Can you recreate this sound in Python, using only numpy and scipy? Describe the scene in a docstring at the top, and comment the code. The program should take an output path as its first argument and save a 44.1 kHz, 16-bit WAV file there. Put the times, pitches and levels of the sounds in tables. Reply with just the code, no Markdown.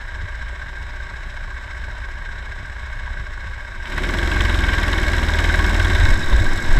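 """Kart idling, pulling away and lifting off

A single-cylinder four-stroke idles among other karts, pulls away under throttle, then lifts off.
From inside a closed housing on the helmet one hears the exhaust thump and shaking frame as pulses and
sines locked to the firing cycle; clatter, bark, chain hiss and rolling chassis are noise swelling
each cycle, much of it rung by fixed bands of housing and engine shell. Late on, a narrow chatter,
fluttering wind and single low gusts join in."""
import sys
import numpy as np
from scipy import signal
from scipy.fft import rfft, irfft, next_fast_len
from scipy.io import wavfile
from scipy.ndimage import uniform_filter1d

SR = 44100
rng = np.random.default_rng(int(sys.argv[2]) if len(sys.argv) > 2 else 0)


def master(y):
    """Save y as 16-bit WAV."""
    cut = np.clip(np.atleast_2d(y).T, -1, 1)
    pcm = np.round(cut * 32767)  # scale
    wavfile.write(sys.argv[1], SR, pcm.astype(np.int16))


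N = 299439
T = np.arange(N) / SR  # s
OPEN_S, LIFT_S = 3.8, 6.15  # the throttle opens; the foot is off


def undb(db):
    """Decibels to gain."""
    return 10 ** (np.asarray(db) / 20)


def unit(x):
    """Scale to rms 1."""
    return x / np.sqrt(np.mean(x ** 2))


def shape(table, hz):
    """Power response through points of f/Hz, level/dB joined on a log frequency axis."""
    f, db = np.transpose(table)
    return undb(np.interp(np.log(hz + 1), np.log(f), db)) ** 2


def rings(modes, hz):
    """Summed power response of steep resonances: f/Hz, half-width/Hz (6 dB down), level/dB."""
    return sum(undb(db) ** 2 / (1 + ((hz - f) / w) ** 2) ** 2 for f, w, db in modes)


def colour(x, power):
    """Causal filter with the given power response (minimum phase from the cepstrum)."""
    size = next_fast_len(N + SR, real=True)
    hz = np.arange(size // 2 + 1) * SR / size
    cepstrum = irfft(np.log(power(hz) + 1e-12) / 2, size)
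    # fold the cepstrum onto positive time
    cepstrum[1:size // 2] *= 2
    cepstrum[size // 2 + 1:] = 0
    response = np.exp(rfft(cepstrum))
    return irfft(rfft(x, size) * response, size)[:N]


def housing(hz):
    """Power response of the ringing housing and engine shell."""
    # resonances: f/Hz, half-width/Hz, level/dB
    modes = [(375, 22, -16), (603, 39, -11.5), (955, 58, -8), (1114, 52, -6), (1593, 93.6, 2.5),
             (1882, 257, -8.5), (2192, 49, -6.5), (3075, 260, -21.5), (3786, 330, -18.5), (5035, 160, -25),
             (5390, 330, -24), (6540, 690, -31), (7764, 290, -25.5)]
    # floor between the resonances: f/Hz, level/dB
    floor = [(100, -32), (450, -24.5), (800, -16.5), (1270, -18.5), (2600, -22), (4500, -40.5),
             (8600, -39.5), (12000, -43.5), (13800, -48), (15000, -59)]
    return rings(modes, hz) + shape(floor, hz)


def walk(rate):
    """Wandering random signal of rms 1: levels held 1 / rate seconds, then slewed twice."""
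    k = int(SR / rate)
    held = rng.standard_normal(4000)[np.arange(N) // k]
    slewed = uniform_filter1d(held, k)
    return unit(uniform_filter1d(slewed, k))


def gritty(spread_db):
    """Noise whose samples come in uneven sizes, like many small knocks."""
    return rng.standard_normal(N) * undb(spread_db * rng.exponential(size=N))


def per_cycle(cycles, at):
    """Two even chances in -1..1 for each cycle, and the cycles since `at`, from -.5 to .5."""
    chance = rng.uniform(-1, 1, (500, 2)).T
    turn = np.floor(cycles - at + .5).astype(int) + 1
    return chance[:, turn], cycles - at + 1 - turn


def puff(cycles, at, rise, fall, scatter_db, slip):
    """One swell a cycle, peaking near `at` cycles after the firing, with its own size and timing."""
    chance, late = per_cycle(cycles, at)
    late = late - slip * chance[0]
    swell = np.exp(np.where(late < 0, late / rise, -late / fall))
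    return undb(scatter_db * chance[1]) * swell


def gain(layer, buffet):
    """Layer gain: catches and swells with the throttle, drifts, drops at the lift, then follows gusts."""
    # mix of each layer: idle level/dB, level at the first strong firings/dB, swell time/s,
    # swollen level/dB, level late in the pull/dB, drop time/s, coasting level/dB, most gust boost/dB
    # (a negative time turns that slope into a jump)
    mix = dict(thump=(-37, -36, .65, -24.5, -22, .04, -45, 17),
           clatter=(-36, -35, 0.55, -25.5, -24, 0, -29.5, 5),
           bark=(-51, -31, 0.55, -26.5, -29.5, 0.2, -37.5, 1.5),
           chassis=(-58.5, -37.5, .22, -29, -27.5, 0.3, -30.5, 2),
           once=(-35.5, -32, -0.05, -26.5, -18.5, 0.1, -42, 6),
           twice=(-36.5, -34.5, 0.6, -31.5, -26, 0.24, -42, 3),
           rush=(-56.5, -42, 0.3, -36, -32, -0.16, -36, 1))
    idle_db, catch_db, swell_s, swollen_db, late_db, drop_s, coast_db, buffet_db = mix[layer]
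    catch_s = 0.093  # from the throttle opening to the first strong firings
    times = OPEN_S, OPEN_S + catch_s, OPEN_S + swell_s, LIFT_S - drop_s, LIFT_S
    level_db = np.interp(T, times, (idle_db, catch_db, swollen_db, late_db, coast_db))
    coasting = np.interp(T, times[-2:], (0, 1))
    return undb(level_db + buffet_db * buffet * coasting)


def thump(cycles, load):
    """The blowdown pulse, later at idle, rings pipe and frame; the sealed housing passes only its swing."""
    # exhaust pipe and frame resonances: f/Hz, half-width/Hz, relative level/dB
    pipe = [(15.5, 5.2, 2.5), (43.5, 39.7, -2), (63.6, 10, 0.5), (93.5, 9.3, -7.5), (150, 45, -27)]
    push = puff(cycles, .14 - 0.333 * load, 0.012, 0.04, 1.9, 0.042)

    def pipe_in_housing(hz):
        return rings(pipe, hz) * hz ** 2 / (hz ** 2 + 45 ** 2)  # low cut at 45 Hz
    return unit(colour(push, pipe_in_housing))


def shake(cycles, buffet):
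    """Two crank turns a cycle: the unbalanced piston shakes the frame once and twice a turn."""
    angle = 4 * np.pi * (cycles + 0.038 * walk(14))  # the crank runs unevenly
    once = gain("once", buffet) * undb(1.6 * walk(3.02)) * np.cos(angle)
    twice = gain("twice", buffet) * undb(2.5 * walk(3.82)) * np.cos(2 * angle)
    return -np.sqrt(2) * (once + twice)


def clatter(cycles, load):
    """Valve gear, fins and covers rattle in two bursts a cycle, by part; load quiets the valve burst."""
    # parts that rattle on their own: centre f/Hz, steady share, burst after the firing,
    # valve burst, place of the valve burst/cycles
    parts = [(404, 0.92, 1, 0.36, 0.65), (924, 0.42, 1, 1, 0.706), (1750, 0.31, 0.87, 0.91, 0.5),
             (3250, 0.66, 0.4, 0.82, 0.597), (6200, 0.27, 0.4, 0.82, 0.615),
             (10900, 0.33, 0.18, 0.11, 0.43)]

    def near(hz, centre):
        return np.exp(-(np.log((hz + 1) / centre) / .6) ** 2) + 1e-6

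    out = 0
    for part_hz, steady, first, valve, place in parts:
        gate = steady + first * puff(cycles, .17 - .07 * load, .03, .07, 2.5, .025)
        gate = gate + valve * (1 - .7 * load) * puff(cycles, place, .09, .12, 2.0, .03)
        knocks = gate * undb(1.0 * walk(90)) * gritty(1.96)

        def part_band(hz):
            share = near(hz, part_hz) / sum(near(hz, p[0]) for p in parts)
            return housing(hz) * share
        out = out + colour(knocks, part_band)
    return unit(out)


def idlers():
    """The low lumpy murmur of other idling karts: slowly wandering low noise."""
    # murmur spectrum: f/Hz, relative level/dB
    murmur = [(10, -14), (30, 2), (62, -5), (100, -7), (125, -16), (220, -23), (380, -35), (430, -35),
              (800, -87)]
    lumpy = undb(3.0 * walk(28)) * rng.standard_normal(N)
    return undb(-34.5) * unit(colour(lumpy, lambda hz: shape(murmur, hz)))


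def bark(cycles, throttle):
    """Gas cracks from the pipe at each firing; on the throttle a ring of changing pitch rides on it."""
    # crack colour over the housing response: f/Hz, level/dB
    tilt = [(150, -10), (500, -4), (1300, 3), (1600, -1), (1900, 3), (2600, 6), (3200, 8), (4500, 1),
            (6000, -8), (15000, -22)]
    gate = .3 + puff(cycles, -.05, .04, .13, 3.0, .03)
    rasp = gate * undb(2.0 * walk(150)) * rng.standard_normal(N)
    crack = unit(colour(rasp, lambda hz: housing(hz) * shape(tilt, hz)))

    ring_hz = 3250 + 350 * per_cycle(cycles, -0.0585)[0][0]  # a new pitch each cycle
    tone = np.sin(2 * np.pi * np.cumsum(ring_hz) / SR)
    rough = uniform_filter1d(rng.standard_normal(N), size=40)
    ring = puff(cycles, -.05, .03, .09, 4.0, .03) * rough * tone
    return crack + undb(-10.5) * throttle * unit(ring)


def rush(cycles):
    """Hiss: the chain jerks once a crank turn and bright ticks fall about three a cycle."""
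    # tilt over the housing response: f/Hz, level/dB
    tilt = [(400, 11), (1200, -1), (1600, -6.5), (1950, 3.5), (3000, -4), (3800, 9.5), (5500, 9.5),
            (8000, 8.5), (12000, 10.5), (15000, 6)]
    split_hz = 4500  # chain below, ticks above
    jerk = 0.55 + puff(2 * cycles, 0.22, 0.064, 0.086, 2.0, 0.17)
    ticks = .55 + puff(3 * cycles, -.15, .08, .25, 5.5, .2)

    def below(hz):
        return housing(hz) * shape(tilt, hz) / (1 + (hz / split_hz) ** 6)

    def above(hz):
        return housing(hz) * shape(tilt, hz) / (1 + (split_hz / (hz + 1)) ** 6)

    chain = colour(jerk * gritty(1.1), below)
    bright = colour(ticks * gritty(1.2), above)
    return unit(chain + bright)


def chassis(cycles):
    """Tyres, chain and seat drum as low-band noise; each firing kicks the frame."""
    # drumming spectrum: f/Hz, relative level/dB
    drum = [(90, -0.5), (140, -1.5), (200, -1.5), (270, -1.5), (365, 0.5), (410, -11), (700, -11),
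            (1300, -22.5), (3000, -48)]
    kick = 2.8 + puff(cycles, -0.026, 0.052, 0.12, 2.3, 0.14)
    rumble = kick * undb(0.76 * walk(30)) * rng.standard_normal(N)
    return unit(colour(rumble, lambda hz: shape(drum, hz)))


def hard_firings():
    """Brief gain bumps on the bark for strokes that fire harder than their neighbours."""
    # hard strokes: t/s, extra level/dB
    strokes = [(3.858, 4.5), (3.978, 7), (4.408, 4.5), (4.785, 2.5), (5.39, 3.5)]
    lasts_s = 0.011
    return undb(sum(db * np.exp(-((T - at) / lasts_s) ** 2) for at, db in strokes))


def chatter(cycles):
    """Short noise bursts ring one narrow band about once a crank turn."""
    # chatter swell: t/s, level/dB
    swell = [(5.3, -65), (6.05, -38), (6.3, -39.5), (6.5, -45.5)]
    taps = (0.14 + puff(2 * cycles, 0.11, .08, .3, 8.0, 0.38)) * rng.standard_normal(N)
    ringing = unit(colour(taps, lambda hz: rings([(3750, 200, 0)], hz)))
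    return undb(np.interp(T, *np.transpose(swell))) * ringing


def wind():
    """Wind flutters the housing as a narrow low noise band that sets in late, then fades."""
    start_s, rise_s = 5.75, .15
    start_db, fade_db_per_s = -20.5, 13.5
    onset = np.clip((T - start_s) / rise_s, 0, 1)
    flutter = unit(colour(rng.standard_normal(N), lambda hz: rings([(88.7, 11.6, 0)], hz)))
    return onset * undb(start_db - fade_db_per_s * (T - start_s)) * flutter


def wind_thumps():
    """Gusts strike the housing in single thumps, and slow heaves join them: cosines under short bell envelopes."""
    # gusts and slow heaves: t/s, peak level/dB, f/Hz
    gusts = [(6.019, -8, 61), (6.043, -5, 69), (6.089, -15.5, 100), (6.104, -10.5, 10.2),
             (6.122, -7.5, 29.6), (6.307, -12, 12.4), (6.324, -13, 33), (6.347, -6.5, 55),
             (6.386, -8.5, 49), (6.412, -11, 83), (6.453, -13.5, 16.8), (6.513, -11.5, 18),
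             (6.69, -16.5, 74), (6.728, -6, 15.3), (6.759, -6.5, 29.6), (6.782, -11.5, 102)]
    swings = 2.58  # length of a thump in swings of its pitch
    out = 0
    for at, db, hz in gusts:
        bell = np.exp(-(2.5 * (T - at) * hz / swings) ** 2)
        out = out + undb(db) * bell * np.cos(2 * np.pi * hz * (T - at))
    return out


def scene():
    """One firing cycle drives all the kart's layers; other karts and wind are added."""
    # engine speed: steady idle, a short bog, a flare, dragged down by the clutch, falling after
    # the lift: t/s, firing rate f/Hz
    revs = [(3.6, 14.75), (3.8, 12.3), (3.93, 16.6), (4.1, 19.75), (4.25, 23.3), (4.4, 22.32), (4.7, 20.6),
            (5.0, 19.93), (5.3, 19.4), (5.6, 19.7), (5.9, 19.46), (6.15, 19.62), (6.45, 14.78),
            (6.79, 16.67)]
    firing_hz = np.interp(T, *np.transpose(revs))
    cycles = .38 + np.cumsum(firing_hz) / SR  # starts .38 cycles after a firing
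    load = np.clip((T - OPEN_S) / .18, 0, 1)  # the load takes .18 s to build
    lift = np.clip((LIFT_S - T) / 0.23, 0, 1)  # the ring of the bark fades out toward the lift

    thumps = wind_thumps()
    settle_s = 0.13  # averaging time of the thumps' and heaves' shaking
    buffet = uniform_filter1d(np.abs(thumps), int(settle_s * SR))
    buffet = buffet / buffet.max()

    # the exhaust thumps harder while the revs flare above the pulling rate
    pull_hz, db_per_hz = 20.06, 3.0
    flare = undb(db_per_hz * np.maximum(firing_hz - pull_hz, 0))
    layers = dict(
        thump=flare * thump(cycles, load),
        clatter=clatter(cycles, load),
        bark=hard_firings() * bark(cycles, load * lift),
        chassis=chassis(cycles),
        rush=rush(cycles))
    kart = sum(gain(name, buffet) * x for name, x in layers.items())
    kart = kart + shake(cycles, buffet) + chatter(cycles)
    return (kart + idlers() + wind() + thumps)[None]


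def record(dry):
    """A steep elliptic low-pass cuts the top above 15.1 kHz."""
    top_cut = signal.ellip(8, .2, 60, 15100, fs=SR, output="sos")
    return signal.sosfilt(top_cut, dry)


dry = scene()
out = record(dry)
master(out)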